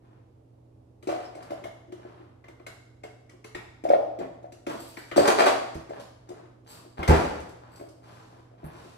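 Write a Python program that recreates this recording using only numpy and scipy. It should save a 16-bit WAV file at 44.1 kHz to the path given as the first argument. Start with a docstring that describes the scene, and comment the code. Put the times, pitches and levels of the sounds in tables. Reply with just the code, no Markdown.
"""Plastic supplement bottles are handled on a kitchen counter, close to a two-port microphone.
A faint appliance hum runs throughout. Sleeves swish and bottles slide; from 1 s lids tick, bottles
land rim first and knock hollowly as they settle, a few pills tumble and a fingertip skids.
Louder knocks follow near 4 s, then short rasps and, just after 5 s, a bright shower of pills.
At 7 s something heavy lands with a thud, and soft shuffling closes. The hard-walled kitchen rings on."""
import sys
import numpy as np
from scipy import signal
from scipy.fft import rfft, irfft, next_fast_len
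from scipy.io import wavfile

SR = 44100
rng = np.random.default_rng(int(sys.argv[2]) if len(sys.argv) > 2 else 0)


def persist_wave(psi):
    """Save psi, clipped to +-1, as 16-bit WAV."""
    counts = np.round(np.clip(psi, -1, 1) * 32767).astype(np.int16)
    wavfile.write(sys.argv[1], SR, np.atleast_2d(counts).T)


N = 395577

# the kitchen's reverb tail: (frequency [Hz], t60 [s])
KITCHEN_DECAY = [(250, 0.82), (2000, 0.78), (6000, 0.78), (13000, 0.5)]
# appliance hum: (frequency [Hz], level [dB])
HUM_TONES = [(120, -57.5), (264, -70), (319, -69)]
# room tone: (frequency [Hz], level [dB])
RUSH_SPECTRUM = [(25, -27), (100, -12.5), (160, -24.5), (470, -24), (800, -31.5), (1500, -49), (4000, -56),
                 (11000, -61.5), (15500, -72)]

# bottles slid over the counter: (start [s], length [s], level [dB])
SLIDES = [(0.003, 0.4, -65), (1.342, 0.61, -51.5), (1.962, 0.49, -55), (4.672, 0.086, -36),
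          (5.895, 0.17, -44), (6.27, 0.3, -53), (6.637, 0.32, -52), (6.97, 0.14, -40), (7.595, 0.43, -55),
          (8, 0.71, -55.5), (8.576, 0.65, -52.5)]
# the sleeve alone as the arm reaches: (start [s], length [s], level [dB])
REACHES = [(4.68, 1, -56), (5.995, 0.074, -49.5), (6.665, 0.23, -53.5), (8.03, 0.61, -66.5), (8.70, 1, -63)]
# plastic dragging on the counter: (frequency [Hz], level [dB])
SCRAPE_SPECTRUM = [(88, -39), (150, -8), (367, -8), (1010, -6), (5000, -33), (11000, -88.5)]
# sleeve cloth: (frequency [Hz], level [dB])
SWISH_SPECTRUM = [(1470, -19), (2500, -10.5), (4600, -10), (11800, -20.5), (15500, -38)]

# fingers and lids tapping a bottle: (time [s], level [dB], relative snap [dB], relative body [dB])
TAPS = [(1.026, -42, -9.5, 1.5), (1.350, -42.5, -9, 8), (1.425, -43, -5.5, -19), (1.639, -34, -15, -13),
        (1.921, -41.5, -9.5, 12), (2.441, -44.5, -28, 0), (2.482, -41, -18.5, 3), (2.597, -48, -33, 6),
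        (2.665, -30.5, -12, -4.5), (3.035, -35.5, -15, 6.5), (3.294, -44.5, -11, -14),
        (3.443, -35.5, -10, -1.5), (3.548, -27, -19, -1.5), (4.521, -42, -5.5, 2.5),
        (4.666, -28.5, -13, 7.5), (4.97, -29.5, -38.5, -4.5), (5.114, -25, -37, -2.5),
        (5.166, -22.5, -3.5, -13), (5.275, -14.5, -5.5, 4.5), (5.457, -18.5, -10.5, -12),
        (5.745, -40, -4, -21), (6.289, -51.5, 3.5, -18), (7.029, -22.5, -26, -9), (7.077, -17.5, -8.5, -31),
        (7.401, -44.5, -1.5, -2), (7.490, -47, -1.5, 5), (7.757, -54, 4, -17), (7.796, -48, -35, -6),
        (7.887, -53.5, 2.5, -11)]
# the bright edge of a contact: (frequency [Hz], level [dB])
SNAP_SPECTRUM = [(1000, -50.5), (3000, -2.5), (5000, 1.5), (8000, -0.5), (12000, -8.5), (15000, -25.5)]
# a lid flexing: (frequency [Hz], level [dB])
CLACK_SPECTRUM = [(150, 3), (350, -2.5), (1150, 6.5), (2300, 0), (2800, -3.5), (3600, -8), (9000, -28.5)]
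# a lid ringing: (frequency [Hz], level [dB], t60 [s])
LID_MODES = [(2091, -7, 0.049), (2345, 4, 0.012)]

# bottles set down: (time [s], rim level [dB], base level [dB], base pitch [Hz], springiness [0-1])
LANDINGS = [(1.072, -20, -20.5, 735, 0.87), (1.362, -42, -35, 694, 0.15), (1.505, -26, -24, 625, 0.37),
            (1.641, -35, -29, 625, 0.32), (3.838, -24.5, -17.5, 650, .4), (3.888, -22, -6, 620, 0.28),
            (3.920, -29, -6, 572, .2), (4.188, -28, -25, 490, .3), (4.428, -44, -31.5, 635, 0.28),
            (5.165, -13, -2, 478, .45), (5.392, -20.5, -10, 720, 0.4), (5.893, -32.5, -26, 503, 0.07),
            (6.290, -37, -30, 440, 0.3), (7.797, -38, -31, 425, 0.57)]
# a held bottle nudges its neighbours: (time [s], level [dB])
BUMPS = [(2.05, -33), (2.2, -40), (3.335, -42.5), (8.631, -34)]
# a hollow bottle ringing on the counter: (frequency [Hz], level [dB], t60 [s])
BOTTLE_MODES = [(310.1, -15, 0.3), (350.2, -2.5, 0.08), (429.7, -11, 0.082), (508, -2.5, 0.036),
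                (584, 1.5, 0.057), (642.4, -2, 0.095), (706.5, -9.5, 0.17)]

# pills sliding and piling up: (time [s], level [dB], settling t60 [s])
TUMBLES = [(1.087, -39.5, 0.67), (5.161, -31.5, 1.15), (5.255, -19.5, 0.13), (5.272, -13, 0.1224),
           (5.303, -18.5, 0.04), (5.379, -16.5, 0.2338), (5.458, -20, 0.2662), (7.074, -26.5, 0.76)]
# their rattle: (frequency [Hz], level [dB])
PILL_SPECTRUM = [(120, -58), (200, -16.5), (345, -2), (554, -3), (680, 1.5), (2060, -13.5), (11400, -37.5),
                 (15500, -50.5)]
# the pill bottle's wall: (frequency [Hz], width [Hz], level [dB])
WALL_RESONANCES = [(4680, 290, 0), (8000, 940, -3.5), (11000, 1200, -10)]

# a fingertip on plastic: (start [s], length [s], pitch [Hz], width [Hz], level [dB])
SKIDS = [(1.235, 0.063, 5200, 130, -59), (8.636, 0.055, 10800, 2580, -60)]

# heavy blows and soft bumps through the counter: (time [s], level [dB], relative slap [dB])
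THUDS = [(4.207, -45.5, 9), (5.19, -35.5, 8.5), (5.755, -28.5, -18.5), (6.992, -25.5, -10.5),
         (7.08, -24.5, -0.5), (7.090, -5.5, -12.5), (7.103, -9.5, -9.5), (7.168, -19, -11.5),
         (8.643, -31.5, -18.5)]
# the counter's boom: (frequency [Hz], level [dB], t60 [s])
COUNTER_MODES = [(55, -1, 0.17), (75.4, 4.5, 0.16), (153.5, -8, 0.25), (194, -10.5, 0.13),
                 (234.6, -9.5, 0.25), (331, -7.5, 0.21)]
# a blow's dull slap: (frequency [Hz], level [dB])
SLAP_SPECTRUM = [(59, -46.5), (120, -4.5), (595, -0.5), (1130, -12.5), (2300, -21.5), (15600, -75)]

# fingers and pills scraping the wall: (start [s], length [s], level [dB], tilt [dB/octave])
RASPS = [(4.688, 0.12, -56, 1), (4.794, 0.07, -50, 2), (4.876, 0.065, -55.5, 4.5), (4.971, 0.06, -52, -2.5),
         (5.167, 0.093, -35, -8), (6.68, 0.17, -55, -1), (7.713, 0.22, -63.5, -1.5)]

PORT_GAP_S, DIFFUSE_GAP_S = 0.0004985, 0.00092  # port spacing: for direct sound, for sound from all sides
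TOP_HZ = 15600
RIM_HZ, RIM_TICK_DB, RIM_SNAP_DB = 385, -12, -10  # a rim's low knock; its tick; the snap in that tick
TIP_S, FLIGHT_S, BOUNCE_LOSS_DB = .014, .046, 1.0  # rim to base; a fully springy hop; growing hop loss
JOLTS_PER_S, JOLT_DB, JOLT_HZ = 7, 8, 402  # a sliding bottle catches and knocks; dB over the slide
DEEPEST_HZ, DB_PER_OCTAVE = 33.7, 25  # low cutoff of a 0 dB blow; this much softer lifts it an octave


def amp(db):
    """Decibels to gain."""
    return 10 ** (np.asarray(db) / 20)


def unit(x):
    """Scaled to rms 1."""
    return x / np.sqrt(np.mean(x ** 2) + 1e-20)


def along(points, hz):
    """A curve of (frequency [Hz], value) points, read on a log axis."""
    freqs, values = np.transpose(points)
    return np.interp(np.log(hz + 1), np.log(freqs + 1), values)


def filtered(x, response):
    """x through an EQ given as a function of frequency."""
    n = x.shape[-1]
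    padded = next_fast_len(n + SR // 5)
    return irfft(rfft(x, padded) * response(np.fft.rfftfreq(padded, 1 / SR)), padded)[..., :n]


def coloured(x, spectrum):
    """x shaped by a spectrum, at rms 1."""
    return unit(filtered(x, lambda hz: amp(along(spectrum, hz))))


def add(track, s, sound):
    """Mix a sound in at s seconds."""
    part = track[round(s * SR):][:len(sound)]
    part += sound[:len(part)]


def fade(t, t60):
    """An exponential decay, 60 dB down at t60."""
    return np.exp(-np.log(1000) * t / t60)


def swell(length, skew):
    """A stroke swells gently and eases off; a skew below 1 brings the peak forward."""
    return np.sin(np.pi * np.linspace(0, 1, round(length * SR)) ** skew) ** 2


def effort(strokes, skew):
    """The envelope of a series of strokes."""
    out = np.zeros(N)
    for s, length, db in strokes:
        add(out, s, amp(db) * swell(length, skew))
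    return out


def ring(modes, t, scatter_db, weight=1):
    """Damped modes, struck together at new strengths, with a joint amplitude of 1."""
    hz, db, t60 = np.transpose(modes)
    size = weight * amp(db + scatter_db * rng.standard_normal(len(hz)))
    partials = fade(t, t60[:, None]) * np.sin(2 * np.pi * hz[:, None] * t)
    return size / np.linalg.norm(size) @ partials


def grains(n, per_s, spread_db):
    """Tiny contacts at random moments and of random size, rms 1."""
    hit = rng.random(n) < per_s / SR
    return unit(hit * rng.choice([-1, 1], n) * amp(spread_db * np.clip(rng.standard_normal(n), -2, 2)))


def direct(x, left_db=2.0):
    """Sound from the left reaches the left port first."""
    pair = filtered(x, lambda hz: np.exp(1j * np.pi * hz * PORT_GAP_S * np.array([[1], [-1]])))
    return pair * amp([[left_db], [-left_db]])


def diffuse(pair):
    """Sound from all sides: the two ports agree only at long wavelengths."""
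    turn = lambda hz: np.arccos(np.sinc(2 * hz * DIFFUSE_GAP_S)) / 2
    mid, side = filtered(pair, lambda hz: np.array([np.cos(turn(hz)), np.sin(turn(hz))]))
    return np.array([mid + side, mid - side])


def reflections(x, early_db, tail_db, early_t60=0.23):
    """Early reflections off nearby things, then the room's tail."""
    t = np.arange(SR) / SR
    hz, frames, noise = signal.stft(rng.standard_normal((2, SR)), SR, nperseg=256)
    decaying = noise * fade(frames, along(KITCHEN_DECAY, hz)[:, None])
    tail = signal.istft(decaying, SR, nperseg=256)[1][:, :SR]
    tail *= 1 - np.exp(-(t / 0.014) ** 2)
    early = rng.standard_normal((2, SR)) * fade(t, early_t60) * (1 - np.exp(-t / 0.00051))
    room = diffuse(amp(early_db) * unit(early) + amp(tail_db) * unit(tail)) / np.sqrt(SR)
    return signal.fftconvolve(x[None], room, axes=1)[:, :N]


def in_kitchen(x, early_db, tail_db, left_db=0.86):
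    """A source heard directly and through the room."""
    return direct(x, left_db) + reflections(x, early_db, tail_db)


def appliance(rush_db=-59):
    """The bed: mains hum over the low rush of a running appliance."""
    t = np.arange(N) / SR
    hum = sum(amp(db) * np.sqrt(2) * np.sin(2 * np.pi * (hz * t + rng.random())) for hz, db in HUM_TONES)
    rush = amp(rush_db) * coloured(diffuse(rng.standard_normal((2, N))), RUSH_SPECTRUM)
    return (hum + rush) * amp([[-1.2], [1.2]])


def rubbing(scrape_db=-3, swish_db=-5.0, sleeve_db=-19):
    """Bottles scrape in small slips; the sleeve swishes in finer grains with each slide and reach."""
    press = effort(SLIDES, skew=0.41)
    brush = amp(sleeve_db) * press + effort(REACHES, skew=0.33)
    catching = unit(filtered(rng.standard_normal(N), lambda hz: hz < 35))  # skin catches and lets go
    scrape = coloured(grains(N, per_s=300, spread_db=4.5), SCRAPE_SPECTRUM) * press
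    swish = coloured(grains(N, per_s=2500, spread_db=7), SWISH_SPECTRUM) * brush
    rub = (amp(scrape_db) * scrape + amp(swish_db) * swish) * amp(1.32 * catching)
    return in_kitchen(rub, early_db=-1.5, tail_db=1.0)


def sharp_contacts():
    """Every tap and landing rim ticks: (time [s], level [dB], snap [dB])."""
    rims = [(s, rim_db + RIM_TICK_DB, RIM_SNAP_DB) for s, rim_db, *_ in LANDINGS]
    return [tap[:3] for tap in TAPS] + rims


def lid_ticks(clack_db=18, snap_db=19, ring_db=3, burst_t60=0.06, uneven_db=4, spots=4):
    """A snap of contact, then the clack and brief ring of a lid; each grip colours it anew."""
    bursts, clicks, t = np.zeros(N), np.zeros((spots, N)), np.arange(SR // 8) / SR
    click = signal.unit_impulse(len(t), SR // 500)
    bands_hz = np.arange(0, TOP_HZ, 220)
    attack = 1 - np.exp(-t / .0015)
    for i, (s, db, bright_db) in enumerate(sharp_contacts()):
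        grip_db = uneven_db * np.clip(rng.standard_normal(len(bands_hz)), -1.5, 1.5)
        flex = 1 / (1 + amp(2 * bright_db + 10))  # sharper taps ring less
        clack = lambda hz: flex * amp(along(CLACK_SPECTRUM, hz) + clack_db)
        snap = lambda hz: amp(along(SNAP_SPECTRUM, hz) + bright_db + snap_db)
        colour = lambda hz: amp(np.interp(hz, bands_hz, grip_db)) * (clack(hz) + snap(hz))
        tuning = np.exp(.03 * rng.standard_normal())
        lid = flex * amp(ring_db) * attack * ring(LID_MODES, t * tuning, scatter_db=3)
        burst = rng.standard_normal(len(t)) * fade(t, burst_t60) * attack
        # the ports hear a ragged burst; the room, fed from all sides of the bottle, a clean click
        add(bursts, s, amp(db) * (filtered(burst / np.linalg.norm(burst), colour) + lid))
        add(clicks[i % spots], s, amp(db) * (filtered(click, colour) + lid / 2))
    return direct(bursts) + sum(reflections(spot, early_db=2, tail_db=1.5) for spot in clicks)


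def light_contacts(body_lag_s=0.00296):
    """Bumps, taps and random sliding jolts stir the hollow body: (time [s], level [dB], pitch [Hz])."""
    for s, db in BUMPS:
        yield s, db, JOLT_HZ
    for s, db, _, body_db in TAPS:
        yield s + body_lag_s, db + body_db, RIM_HZ * 2 ** (0.34 * rng.random())
    for s, length, db in SLIDES:
        for when, pitch in rng.random((round(JOLTS_PER_S * length), 2)):
            yield s + when * length, db + JOLT_DB, JOLT_HZ * 2 ** (pitch - .5)


def landing_contacts(base_hits=3):
    """Rim first, then the base, in ever shorter, weaker hops: (time [s], level [dB], pitch [Hz])."""
    for s, rim_db, base_db, hz, spring in LANDINGS:
        yield s, rim_db, RIM_HZ
        s += TIP_S
        for hop in range(base_hits):
            yield s, base_db + 20 * np.log10(spring ** hop) - BOUNCE_LOSS_DB * hop ** 2, hz
            s += FLIGHT_S * spring ** (hop + 1)


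def bottle_knocks(width_octaves=0.32, gain_db=5, detune=0.029, scuff_db=-19, rise_s=.0016):
    """Each contact rings the hollow modes near its pitch, shifted by the grip, and scuffs the counter."""
    out, t = np.zeros(N), np.arange(SR // 4) / SR
    drag = fade(t, t60=0.07) * (1 - np.exp(-t / .01))
    attack = 1 - np.exp(-(t / rise_s) ** 2)  # the soft base takes a moment to load
    for s, db, pitch_hz in [*landing_contacts(), *light_contacts()]:
        octaves_off = np.log2(np.array(BOTTLE_MODES)[:, 0] / pitch_hz)
        near = 1 / (1 + (octaves_off / width_octaves) ** 2)
        tuning = np.exp(detune * rng.standard_normal())
        body = ring(BOTTLE_MODES, t * tuning, scatter_db=3, weight=near)
        scuff = coloured(rng.standard_normal(len(t)), SCRAPE_SPECTRUM) * drag
        add(out, s, amp(db + gain_db) * (body + amp(scuff_db) * scuff) * attack)
    out = filtered(out, lambda hz: (1j * hz / (200 + 1j * hz)) ** 2)  # small bottles radiate little bass
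    return in_kitchen(out, early_db=-9, tail_db=-7)


def wall(hz):
    """The resonances of the pill bottle's thin wall."""
    return sum(amp(db) * 1j * hz * width / (centre ** 2 - hz ** 2 + 1j * hz * width)
               for centre, width, db in WALL_RESONANCES)


def pill_tumbles(ring_db=-1):
    """Showers of pills strike the bottle wall and die away as the pile settles."""
    t = np.arange(N) / SR
    power = sum(amp(2 * db) * (t > s) * fade(np.abs(t - s), settle / 2) for s, db, settle in TUMBLES)
    hits = grains(N, per_s=420, spread_db=4) * np.sqrt(power)
    ringing = filtered(hits, lambda hz: 1 + amp(ring_db) * wall(hz))
    rattle = coloured(ringing, PILL_SPECTRUM) * np.sqrt(power.mean())
    return in_kitchen(rattle, early_db=1.5, tail_db=-3.5)


def finger_skids():
    """Skin sticks and slips on plastic, in a thin unsteady whistle or a quick bright zip."""
    out = np.zeros(N)
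    for s, length, pitch_hz, width_hz, db in SKIDS:
        band = lambda hz: np.exp(-((hz - pitch_hz) / width_hz) ** 2)
        out += unit(filtered(rng.standard_normal(N), band)) * effort([(s, length, db)], skew=0.76)
    return in_kitchen(out, early_db=-0.5, tail_db=-22)


def counter_thuds(slap_t60=0.13):
    """A blow sets the counter booming close by, deeper the harder it is; its slap fills the room."""
    booms, slaps, t = np.zeros(N), np.zeros(N), np.arange(SR // 2) / SR
    for s, db, slap_db in THUDS:
        lowest_hz = DEEPEST_HZ * 2 ** (-db / DB_PER_OCTAVE)
        stirred = 1 / (1 + (lowest_hz / np.array(COUNTER_MODES)[:, 0]) ** 4)
        boom = ring(COUNTER_MODES, t, scatter_db=-3.5, weight=stirred)
        low_cut = lambda hz: 1 / np.sqrt(1 + (lowest_hz / 2 / (hz + 1)) ** 4)
        add(booms, s, amp(db) * filtered(boom, low_cut))
        slap = coloured(rng.standard_normal(len(t)), SLAP_SPECTRUM) * fade(t, slap_t60)
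        add(slaps, s, amp(db + slap_db) * slap)
    close = in_kitchen(booms, early_db=-12, tail_db=-17, left_db=-.8)
    return close + in_kitchen(slaps, early_db=3.5, tail_db=1.5, left_db=1.5)


def wall_rasps():
    """Each short scrape is a run of tiny slips that set the bottle wall ringing."""
    out = np.zeros(N)
    knee_hz = WALL_RESONANCES[0][0] / 2
    for s, length, db, tilt_db in RASPS:
        slips = grains(round(length * SR), per_s=900, spread_db=5)
        colour = lambda hz: wall(hz) * amp(tilt_db * np.log2(np.maximum(hz, knee_hz)))
        add(out, s, amp(db) * unit(filtered(slips, colour)) * swell(length, skew=0.4))
    return in_kitchen(out, early_db=-5.5, tail_db=-0.5)


def scene():
    """Everything on the counter, over the kitchen's hum."""
    return (appliance() + rubbing() + lid_ticks() + bottle_knocks() + pill_tumbles()
            + finger_skids() + counter_thuds() + wall_rasps())


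def record(dry):
    """The input stage rounds the tallest peaks; the extreme top and the lowest rumble are cut."""
    rounded = dry / (1 + (dry / .8) ** 4) ** .25
    return filtered(rounded, lambda hz: (hz < TOP_HZ) * (1j * hz / (25 + 1j * hz)) ** 2)


dry = scene()
out = record(dry)
persist_wave(out)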